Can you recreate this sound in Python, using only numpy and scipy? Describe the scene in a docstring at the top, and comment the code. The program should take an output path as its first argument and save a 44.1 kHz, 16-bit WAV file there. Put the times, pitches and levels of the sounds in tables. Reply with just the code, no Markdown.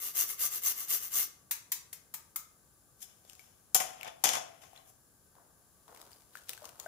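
"""In a small hard kitchen where a fridge hums, a hard spice is rasped on a steel grater over a bowl.
The grater is tapped clean and dropped on a stone counter to the left, where it chatters and settles.
Then a spatula clicks and drags through batter. Rubbing is made of random tiny impacts, blows of noise
bursts that make the blade ring, clicks of short tones with a crack, and the hum of coloured noise."""
import sys
import numpy as np
from scipy import signal
from scipy.fft import rfft, irfft
from scipy.io import wavfile
from scipy.ndimage import uniform_filter1d

SR = 44100
rng = np.random.default_rng(int(sys.argv[2]) if len(sys.argv) > 2 else 0)


def put_to_file(sound):
    """Save the sound as 16-bit audio at rate SR, in the file named by the first command-line argument."""
    columns = np.atleast_2d(sound).T  # one column per channel
    safe = np.clip(columns, -1, 1)
    whole_steps = np.round(safe * 32767)
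    wavfile.write(sys.argv[1], SR, whole_steps.astype(np.int16))


N = 303041

# Ringing modes of the blade while hand and spice damp it; levels are relative.
# Columns: pitch_hz [Hz], width_hz [Hz], level_db [dB]
DAMPED_MODES = [(418, 103, -2), (1164, 84, 3.5), (2133, 61, 8), (2790, 410, 3), (3460, 170, -4.5),
                (4670, 64, 1), (5830, 61, 8.5), (6404, 190, 7), (7450, 530, 1), (8550, 490, -2),
                (9750, 680, 0), (11200, 480, -4), (12300, 220, 0.5), (13440, 260, -1.5), (14360, 300, -2)]
PATCH = 4096  # samples set aside for each short burst, knock or click


def undb(db):
    """Turn decibels into a plain gain."""
    return 10 ** (np.asarray(db) / 20)


def unit(x):
    """Scale to unit energy along time."""
    return x / np.sqrt(np.sum(x ** 2, axis=-1, keepdims=True))


def sides(pan_db):
    """Left and right gains that differ by pan_db; positive leans left."""
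    return undb(np.array([pan_db, -pan_db]) / 2)


def band(x, lo_hz, hi_hz):
    """Keep the sound between two pitches."""
    return signal.sosfilt(signal.butter(2, [lo_hz, hi_hz], "band", fs=SR, output="sos"), x)


def peak(x, hz, width_hz):
    """Let one mode ring: the wider its peak, the sooner it dies."""
    return signal.lfilter(*signal.iirpeak(hz, hz / width_hz, fs=SR), x)


def through(x, response):
    """Pass a sound through a body or room, given its answer to a single impact."""
    return signal.fftconvolve(x, response, axes=-1)[..., :N]


def colour(points, size=2048):
    """Short answer to an impact whose loudness over pitch follows (Hz, dB) points."""
    hz, db = np.transpose(points)
    grid_hz = np.arange(size + 1) * SR / 2 / size + 1
    curve_db = np.interp(np.log(grid_hz), np.log(hz), db)
    # folding the cepstrum forward puts the energy as early as possible
    cepstrum = irfft(np.log(undb(curve_db)))
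    cepstrum[1:size] *= 2
    cepstrum[size + 1:] = 0
    return unit(irfft(np.exp(rfft(cepstrum)))[:size])


def body(points, modes, ring_db):
    """Answer to a blow, one for each side: a broad crack plus dying modes with their own phase on each side."""
    t = np.arange(SR // 2) / SR
    ring = 0
    for hz, db, t60 in modes:
        tone = np.sin(2 * np.pi * (hz * t + rng.random((2, 1))))
        ring = ring + undb(db - 60 * t / t60) / np.sqrt(t60) * tone
    out = undb(ring_db) * unit(ring)
    out[:, :2048] += colour(points)
    return unit(out)


def alike(shape):
    """Two noises under one envelope that agree most in the bass and differ in the treble."""
    alike_hz, own_bass = 2004, 0.68  # own_bass: share of separate noise left in the bass
    both = shape * rng.standard_normal(len(shape))
    own = shape * rng.standard_normal((2, len(shape)))
    low = signal.butter(1, alike_hz, fs=SR)
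    bass = signal.lfilter(*low, both + own_bass * own)
    treble = own - signal.lfilter(*low, own)
    return bass + treble


def grains(gain, per_s, scatter_db):
    """Random one-sample impacts of spread but bounded size, each with its own random strength on each side."""
    size = np.minimum(rng.exponential(size=N), 3)
    impacts = (rng.random(N) < per_s / SR) * undb(scatter_db * size)
    return alike(gain * impacts / np.sqrt(np.mean(impacts ** 2)))


def tilt(x, low_db, top_db):
    """Raise or lower what lies under 3 kHz and over 9 kHz."""
    low = signal.lfilter(*signal.butter(2, 3000, fs=SR), x * (undb(low_db) - 1))
    top = signal.lfilter(*signal.butter(1, 9000, "high", fs=SR), x * (undb(top_db) - 1))
    return x + low + top


def hits(table):
    """Each contact is a short burst of noise; a longer contact dies more slowly."""
    out, t = np.zeros((2, N)), np.arange(PATCH) / SR
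    for s, db, low_db, top_db, pan_db, contact, *_ in table:
        shape = np.exp(-2 * t / contact) * (1 - np.exp(-t / 0.002))
        burst = tilt(alike(shape), low_db, top_db)
        start = int(s * SR)
        out[:, start:start + PATCH] += undb(db) * sides(pan_db)[:, None] * burst
    return out


def wander(hz):
    """Random drift with spread 1, mostly between a third of hz and hz."""
    return unit(band(rng.standard_normal(N), hz / 3, hz)) * np.sqrt(N)


def swells(table):
    """One row of gain for each swell, with straight slopes in dB; also the time since its peak."""
    s, db, rise, fall = np.array(table)[:, :4].T[..., None]
    age = np.arange(N) / SR - s
    slope_db = 20 * np.where(age < 0, -age / rise, age / fall)
    return undb(db - slope_db), np.maximum(age, 0)


def placed(x, lag):
    """Delay the left by lag samples, or the right if lag is negative: sound reaches the nearer side first."""
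    return np.array([np.roll(x[0], max(lag, 0)), np.roll(x[1], max(-lag, 0))])


def hum():
    """The fridge: broad noise with a few narrower, whistling bands."""
    # Colour of the broad noise; columns: pitch_hz [Hz], level_db [dB per Hz, relative]
    hum_colour = [(25, -8), (60, -0.5), (125, -0.5), (250, -7), (500, -9.5), (1000, -13.5), (1700, -18),
                  (1900, -27.5), (3500, -22), (6300, -16), (7600, -11.5), (8200, -21.5), (10000, -11.5),
                  (13000, -15.5), (16000, -16)]
    # Whistling bands; columns: pitch_hz [Hz], width_hz [Hz], level_db [dB, relative]
    whistles = [(1140, 56, 2.5), (1520, 50, 2.5), (7230, 150, -6), (9800, 550, -3), (10600, 120, -1)]
    level_db, pan_db = -65.5, 3.5
    noise = alike(np.ones(N))
    out = through(noise, colour(hum_colour)[None])
    for hz, width, db in whistles:
        out = out + undb(db) * peak(noise, hz, width)
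    return out * undb(level_db) * sides(pan_db)[:, None]


def tail():
    """The room's answer builds up within a few ms and dies sooner in the treble."""
    # How fast each band dies; columns: pitch_hz [Hz], t60_s [s to fall 60 dB]
    room_bands = [(250, 0.67), (1000, 0.49), (4000, 0.38), (12000, 0.2)]
    t = np.arange(SR // 2) / SR
    out = 0
    for hz, t60 in room_bands:
        noise = band(rng.standard_normal((2, len(t))), hz / 2, min(hz * 2, 20000))
        out = out + noise * undb(-60 * t / t60)
    return unit(out * (1 - np.exp(-t / 0.00049)))


def spatula():
    """Short damped clicks with a broad crack, over a wet grainy drag and dull rubbing on the bowl."""
    # Small clicks of the settling blade, spatula and batter; levels are relative. Columns: start_s [s],
    # level_db [dB], pitch_hz [Hz], ring_s [s to fall 60 dB], left_minus_right_db [dB], crack_db [dB]
    clicks = [(3.25, -52.5, 520, 0.012, 18, -4), (3.297, -48, 2950, 0.0076, 16, 4),
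              (3.332, -52.5, 6450, 0.0068, 7, 9), (3.352, -49, 6930, 0.0083, 8, 1),
              (3.394, -50.5, 2280, 0.034, 13, 4.5), (4.011, -34, 2690, 0.0088, 13, -9),
              (4.031, -31.5, 2280, 0.012, 12, -5), (4.732, -51.5, 760, 0.022, 19, -7),
              (4.762, -47, 3430, 0.01, 16, -10), (4.776, -49, 4000, 0.018, 14, -7),
              (5.353, -55.5, 950, 0.014, 10.5, -3), (5.384, -51, 980, 0.015, 9.5, -22),
              (5.88, -50, 960, 0.02, 12.5, -0.5), (5.947, -48, 970, 0.0087, 9, 1),
              (5.962, -50, 2200, 0.0067, 13, -4), (5.974, -51, 573, 0.011, -1, 8),
              (6.015, -56, 732, 0.0058, 6, 16.5), (6.065, -56, 2000, 0.005, 6, 5),
              (6.117, -51.5, 9800, 0.006, 7, 3.5), (6.131, -46, 4850, 0.015, 8, -7),
              (6.001, -55, 1200, 0.008, 7, 4), (6.354, -33, 1470, 0.012, 11, -11),
              (6.371, -47, 1730, 0.027, 6, 4.5), (6.493, -32, 2640, 0.0029, 9.5, 7),
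              (6.533, -33, 2620, 0.0055, 3, 0), (6.577, -47, 1560, 0.023, 11, 4),
              (6.621, -45, 602, 0.068, 13.5, -11), (6.643, -39, 1100, 0.01, 12, -8),
              (6.654, -39, 6500, 0.0069, 12, 2), (6.665, -47, 563, 0.014, 8, -13),
              (6.691, -47.5, 668, 0.014, 6, 8), (6.799, -31, 6940, 0.008, 11.5, -3),
              (6.861, -33, 655, 0.04, 6, -16), (6.862, -38, 1540, 0.03, 10, -20)]
    # The spatula bites and drags on; rise and fall span 20 dB, levels are relative.
    # Columns: peak_s [s], grit_db [dB], rise_s [s], fall_s [s], rub_db [dB]
    drags = [(5.37, -80, 0.03, 0.3, -62.5), (5.886, -65, 0.015, 0.32, -55), (6.01, -58.5, 0.27, 0.35, -74),
             (6.118, -62.5, 0.028, 0.2, -77), (6.364, -52.5, 0.054, 0.19, -65.5),
             (6.493, -39.5, 0.014, 0.086, -53.5), (6.645, -53, 0.076, 0.23, -54.5),
             (6.799, -49, 0.0073, 0.039, -53), (6.83, -54.5, 0.039, 0.22, -63)]
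    drag_pan_db, rub_scatter_db, attack_s = 4, 4, 0.00014
    out, t = np.zeros((2, N + PATCH)), np.arange(PATCH) / SR
    for s, db, hz, ring, pan_db, crack_db in clicks:
        crack = undb(crack_db) * band(alike(np.exp(-t / 0.0017)), 2230, 21000)
        tone = undb(-60 * t / ring) * np.sin(2 * np.pi * hz * t)
        click = (tone + crack) * (1 - np.exp(-t / attack_s))
        start = int(s * SR)
        out[:, start:start + PATCH] += undb(db) * sides(pan_db)[:, None] * click
    each, _ = swells(drags)
    _, grit_db, _, _, rub_db = np.array(drags).T
    grit_gain, rub_gain = each.sum(0), undb(rub_db - grit_db) @ each
    grit = undb(-3.0) * band(grains(grit_gain, 2200, 4), 2300, 20000)
    dull = band(grains(rub_gain, 2000, rub_scatter_db), 300, 1520)
    rub = undb(9.5) * band(dull, 300, 1520)  # filtered twice for steeper edges
    return band(out[:, :N], 520, 19000) + sides(drag_pan_db)[:, None] * (grit + rub)


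def taps():
    """A fingertip knocks the dust off the held blade; a short knock has the pitch of the spot that is hit."""
    # Finger taps; levels are relative. Columns: start_s [s], level_db [dB], low_db [dB], top_db [dB],
    # left_minus_right_db [dB], contact_s [s], knock_hz [Hz], knock_db [dB]
    finger_taps = [(1.5092, -24.5, -13, -2, 4.5, 0.019, 2090, -42),
                   (1.718, -22.5, -16, -1.5, 4.5, 0.013, 2000, -37),
                   (1.928, -31, -3, -3.5, 6.5, 0.009, 1150, -50),
                   (2.139, -32, -1, 0.5, 5.5, 0.013, 1210, -39),
                   (2.359, -26.5, -1.5, 3.5, 5.5, 0.0083, 1285, -30.5)]
    # Colour of the crack; columns: pitch_hz [Hz], level_db [dB per Hz, relative]
    tap_colour = [(120, -46), (200, -25), (480, -22.5), (909, -6), (2010, -4.5), (2860, -7), (3190, -4.5),
                  (5350, -5), (6320, 2.5), (8180, -2), (13700, 7.5), (15600, 4.5), (16500, -30)]
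    ring_db, knock_t60_s = -19, 0.015
    # a mode's width sets how long it rings
    modes = [(hz, db, np.log(1000) / np.pi / width) for hz, width, db in DAMPED_MODES]
    out = undb(3.0) * through(hits(finger_taps), body(tap_colour, modes, ring_db))
    t = np.arange(PATCH) / SR
    for s, _, _, _, pan_db, _, hz, db in finger_taps:
        shape = undb(db - 60 * t / knock_t60_s) * (1 - np.exp(-t / 0.0018))
        knock = shape * np.sin(2 * np.pi * hz * t)
        start = int(s * SR)
        out[:, start:start + PATCH] += sides(pan_db)[:, None] * knock
    return out


def counter():
    """Blows, brushes and slides make the free blade ring as it chatters unevenly against the stone."""
    # Blows of the blade on the counter; levels are relative. Columns: start_s [s], level_db [dB],
    # low_db [dB], top_db [dB], left_minus_right_db [dB], contact_s [s]
    blows = [(3.7454, -12.5, 2.5, 18, 6.5, 0.0043), (3.7514, -22, -18, -34, 8, 0.0036),
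             (3.8008, -7, -2, -17, 3.4, 0.0026), (4.0464, -31.5, -13, -25.5, 9.9, 0.004),
             (4.0741, -34.5, -6, -23, 11, 0.008), (4.0834, -49, -20, -24, 7.4, 0.0042),
             (4.2383, -10.5, -1.5, 3, 21, 0.0051), (4.2894, -2, -30, -19, 9, 0.0026),
             (4.3335, -8.5, -25, -20, 5, 0.0041), (4.6344, -52.5, 8.5, -17, 29, 0.0084)]
    # The blade brushes, chatters and slides; rise and fall span 20 dB, levels are relative.
    # Columns: peak_s [s], level_db [dB], rise_s [s], fall_s [s], low_db [dB], top_db [dB]
    slides = [(3.027, -60, 0.027, 0.037, -13, 23), (3.09, -63, 0.041, 0.22, -2, -2.5),
              (3.296, -59, 0.06, 0.15, -2.5, -2), (3.41, -64.5, 0.045, 0.32, 1.5, 6.5),
              (3.751, -26.5, 0.0034, 0.035, 5, 13), (3.804, -30.5, 0.006, 0.022, 9, 4),
              (3.83, -43.5, 0.042, 0.14, 5, 1), (4.08, -52, 0.12, 0.039, 16, -9),
              (4.244, -22.5, 0.003, 0.083, 1, -5), (4.354, -31.5, 0.081, 0.048, 4, -28),
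              (4.43, -69, 0.03, 0.3, 20.5, -14), (4.62, -54.5, 0.015, 0.11, 4, -3),
              (4.763, -61, 0.033, 0.078, 9.5, -12), (4.89, -70.5, 0.11, 0.067, 8, 19.5)]
    # Colour of the crack; columns: pitch_hz [Hz], level_db [dB per Hz, relative]
    blow_colour = [(59, -45), (100, -23.5), (230, -21.5), (437, -22), (761, -4), (903, -14.5), (1440, -15),
                   (2570, -12), (3320, -15), (4120, -15.5), (6310, -6), (7980, -14.5), (13900, -11),
                   (15500, -20.5), (16500, -78.5)]
    # Modes of the free blade; columns: pitch_hz [Hz], level_db [dB, relative], t60_s [s to fall 60 dB]
    free_modes = [(664.9, 2, 0.48), (704, -3, .1), (748, 0.5, 0.081), (812, -3, 0.087), (870, -9, 0.04),
                  (1016, -1.5, 0.061), (1067, -11, 0.068), (1206, -17, .08), (2998, 1.5, 0.11),
                  (3275, 2.5, 0.06), (3444, 5, 0.07), (4040, -13, 0.058), (5020, 3.5, .035),
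                  (5665, -14, .12), (5915, -2, 0.17), (6450, 6.5, 0.063), (6535, -14, .15), (6900, 7, 0.13),
                  (7450, 4, 0.024), (9000, 6, 0.0817), (10020, 5.5, 0.057)]
    ring_db, slide_pan_db = -6, 7.5
    chatter_hz, chatter_depth, chatter_scatter_db = 75, 0.41, 2  # the rate is an average
    dulling_db_per_s = 56  # treble lost as a slide dies
    each, age = swells(slides)
    gain = each.sum(0)
    share = each / (gain + 1e-12)  # how much each slide counts at each moment
    _, _, _, _, slide_low_db, slide_top_db = np.array(slides).T
    low_db = slide_low_db @ share
    top_db = slide_top_db @ share - dulling_db_per_s * (share * age).sum(0)
    wobble = uniform_filter1d(rng.standard_normal(N), size=900) * 30  # spread 1
    phase = np.cumsum(chatter_hz * (1 + 0.21 * wobble)) / SR % 1
    pulse = 1 - chatter_depth + 2 * chatter_depth * np.exp(-phase / 0.071)
    chatter = grains(gain * pulse, 6000, chatter_scatter_db)
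    slide = undb(2.5) * sides(slide_pan_db)[:, None] * tilt(chatter, low_db, top_db)
    return through(slide + undb(-4) * hits(blows), body(blow_colour, free_modes, ring_db))


def pressure():
    """Each stroke is an arch: slow at the turns, hardest near the middle."""
    # Strokes, in turn a light pull back and a hard push.
    # Columns: start_s [s], length_s [s], level_db [dB, relative]
    strokes = [(-0.03, 0.17, -37.5), (0.131, 0.14, -28.5), (0.245, 0.12, -38), (0.371, 0.13, -28.5),
               (0.49, 0.12, -34.5), (0.608, 0.14, -28.5), (0.736, 0.14, -39), (0.863, 0.14, -29),
               (0.98, 0.13, -40.5), (1.097, 0.18, -28)]
    arch_power, arch_lean = 1.97, 0.99  # how pointed the arch is; how late its top comes
    contact_db = -56.5  # spice resting on the teeth, until the last stroke ends
    t, gain = np.arange(N) / SR, 0
    for s, length, db in strokes:
        progress = np.clip((t - s) / length, 0, 1)
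        gain = gain + undb(db) * np.abs(np.sin(np.pi * progress ** arch_lean)) ** arch_power
    return gain + undb(contact_db) * (t < s + length)


def rasp():
    """Thousands of teeth a second bite the spice; the spot that it touches decides which blade modes ring."""
    # Colour of the bites; columns: pitch_hz [Hz], level_db [dB per Hz, relative]
    rasp_colour = [(47, -29), (80, -24.5), (261, -24.5), (426, -22.5), (972, -21), (1160, -15.5),
                   (1740, -14), (2120, -15), (2320, -18.5), (4050, -6), (6050, -1), (8080, -5.5),
                   (14100, 6), (15400, 4.5), (16500, -48)]
    teeth_per_s, tooth_scatter_db, pan_db = 7000, 1.6, 3.5
    catch_hz, catch_db = 220, 1.5  # rows of teeth catch and let go
    spot_hz, spot_db = 14, 3  # how fast and how far each mode's drive changes as the spice travels
    body_db, body_slope = 5.5, 0.15  # low body on a hard push; dB gained per dB of lighter pressure
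    gain = pressure()
    low_db = body_db - body_slope * 20 * np.log10(gain / gain.max() + 1e-3)
    teeth = grains(gain * undb(catch_db * wander(catch_hz)), teeth_per_s, tooth_scatter_db)
    teeth = through(tilt(teeth, low_db, 0), colour(rasp_colour)[None])
    ring = 0
    for hz, width, db in DAMPED_MODES:
        drive = teeth * undb(db + spot_db * wander(spot_hz))
        ring = ring + peak(drive, hz, width)
    return undb(-3.0) * sides(pan_db)[:, None] * (teeth + ring)


def scene():
    """Place the sources, let the room answer each in its own share, and add the hum."""
    # each source with the samples by which left lags right, and its room share in dB
    parts = [(hum_free, lag, room_db) for hum_free, lag, room_db in (
        (rasp(), 3, -8), (taps(), 3, -3), (counter(), -15, -7.5),
        (spatula(), 3, -11))]  # the spatula is near, so it has the least room
    direct, to_room = 0, 0
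    for sound, lag, room_db in parts:
        source = placed(sound, lag)
        direct = direct + source
        to_room = to_room + undb(room_db) * source
    return direct + through(to_room, tail()) + hum()


def record(dry):
    """The deepest bass is lost; the top is shelved down, then cut."""
    shelf_hz, top_hz = 15500, 16750
    soft = signal.sosfilt(signal.butter(2, 40, "high", fs=SR, output="sos"), dry)
    soft = signal.sosfilt(signal.ellip(6, .2, 24, shelf_hz, fs=SR, output="sos"), soft)
    return signal.sosfilt(signal.ellip(10, .2, 70, top_hz, fs=SR, output="sos"), soft)


dry = scene()
out = record(dry)
put_to_file(out)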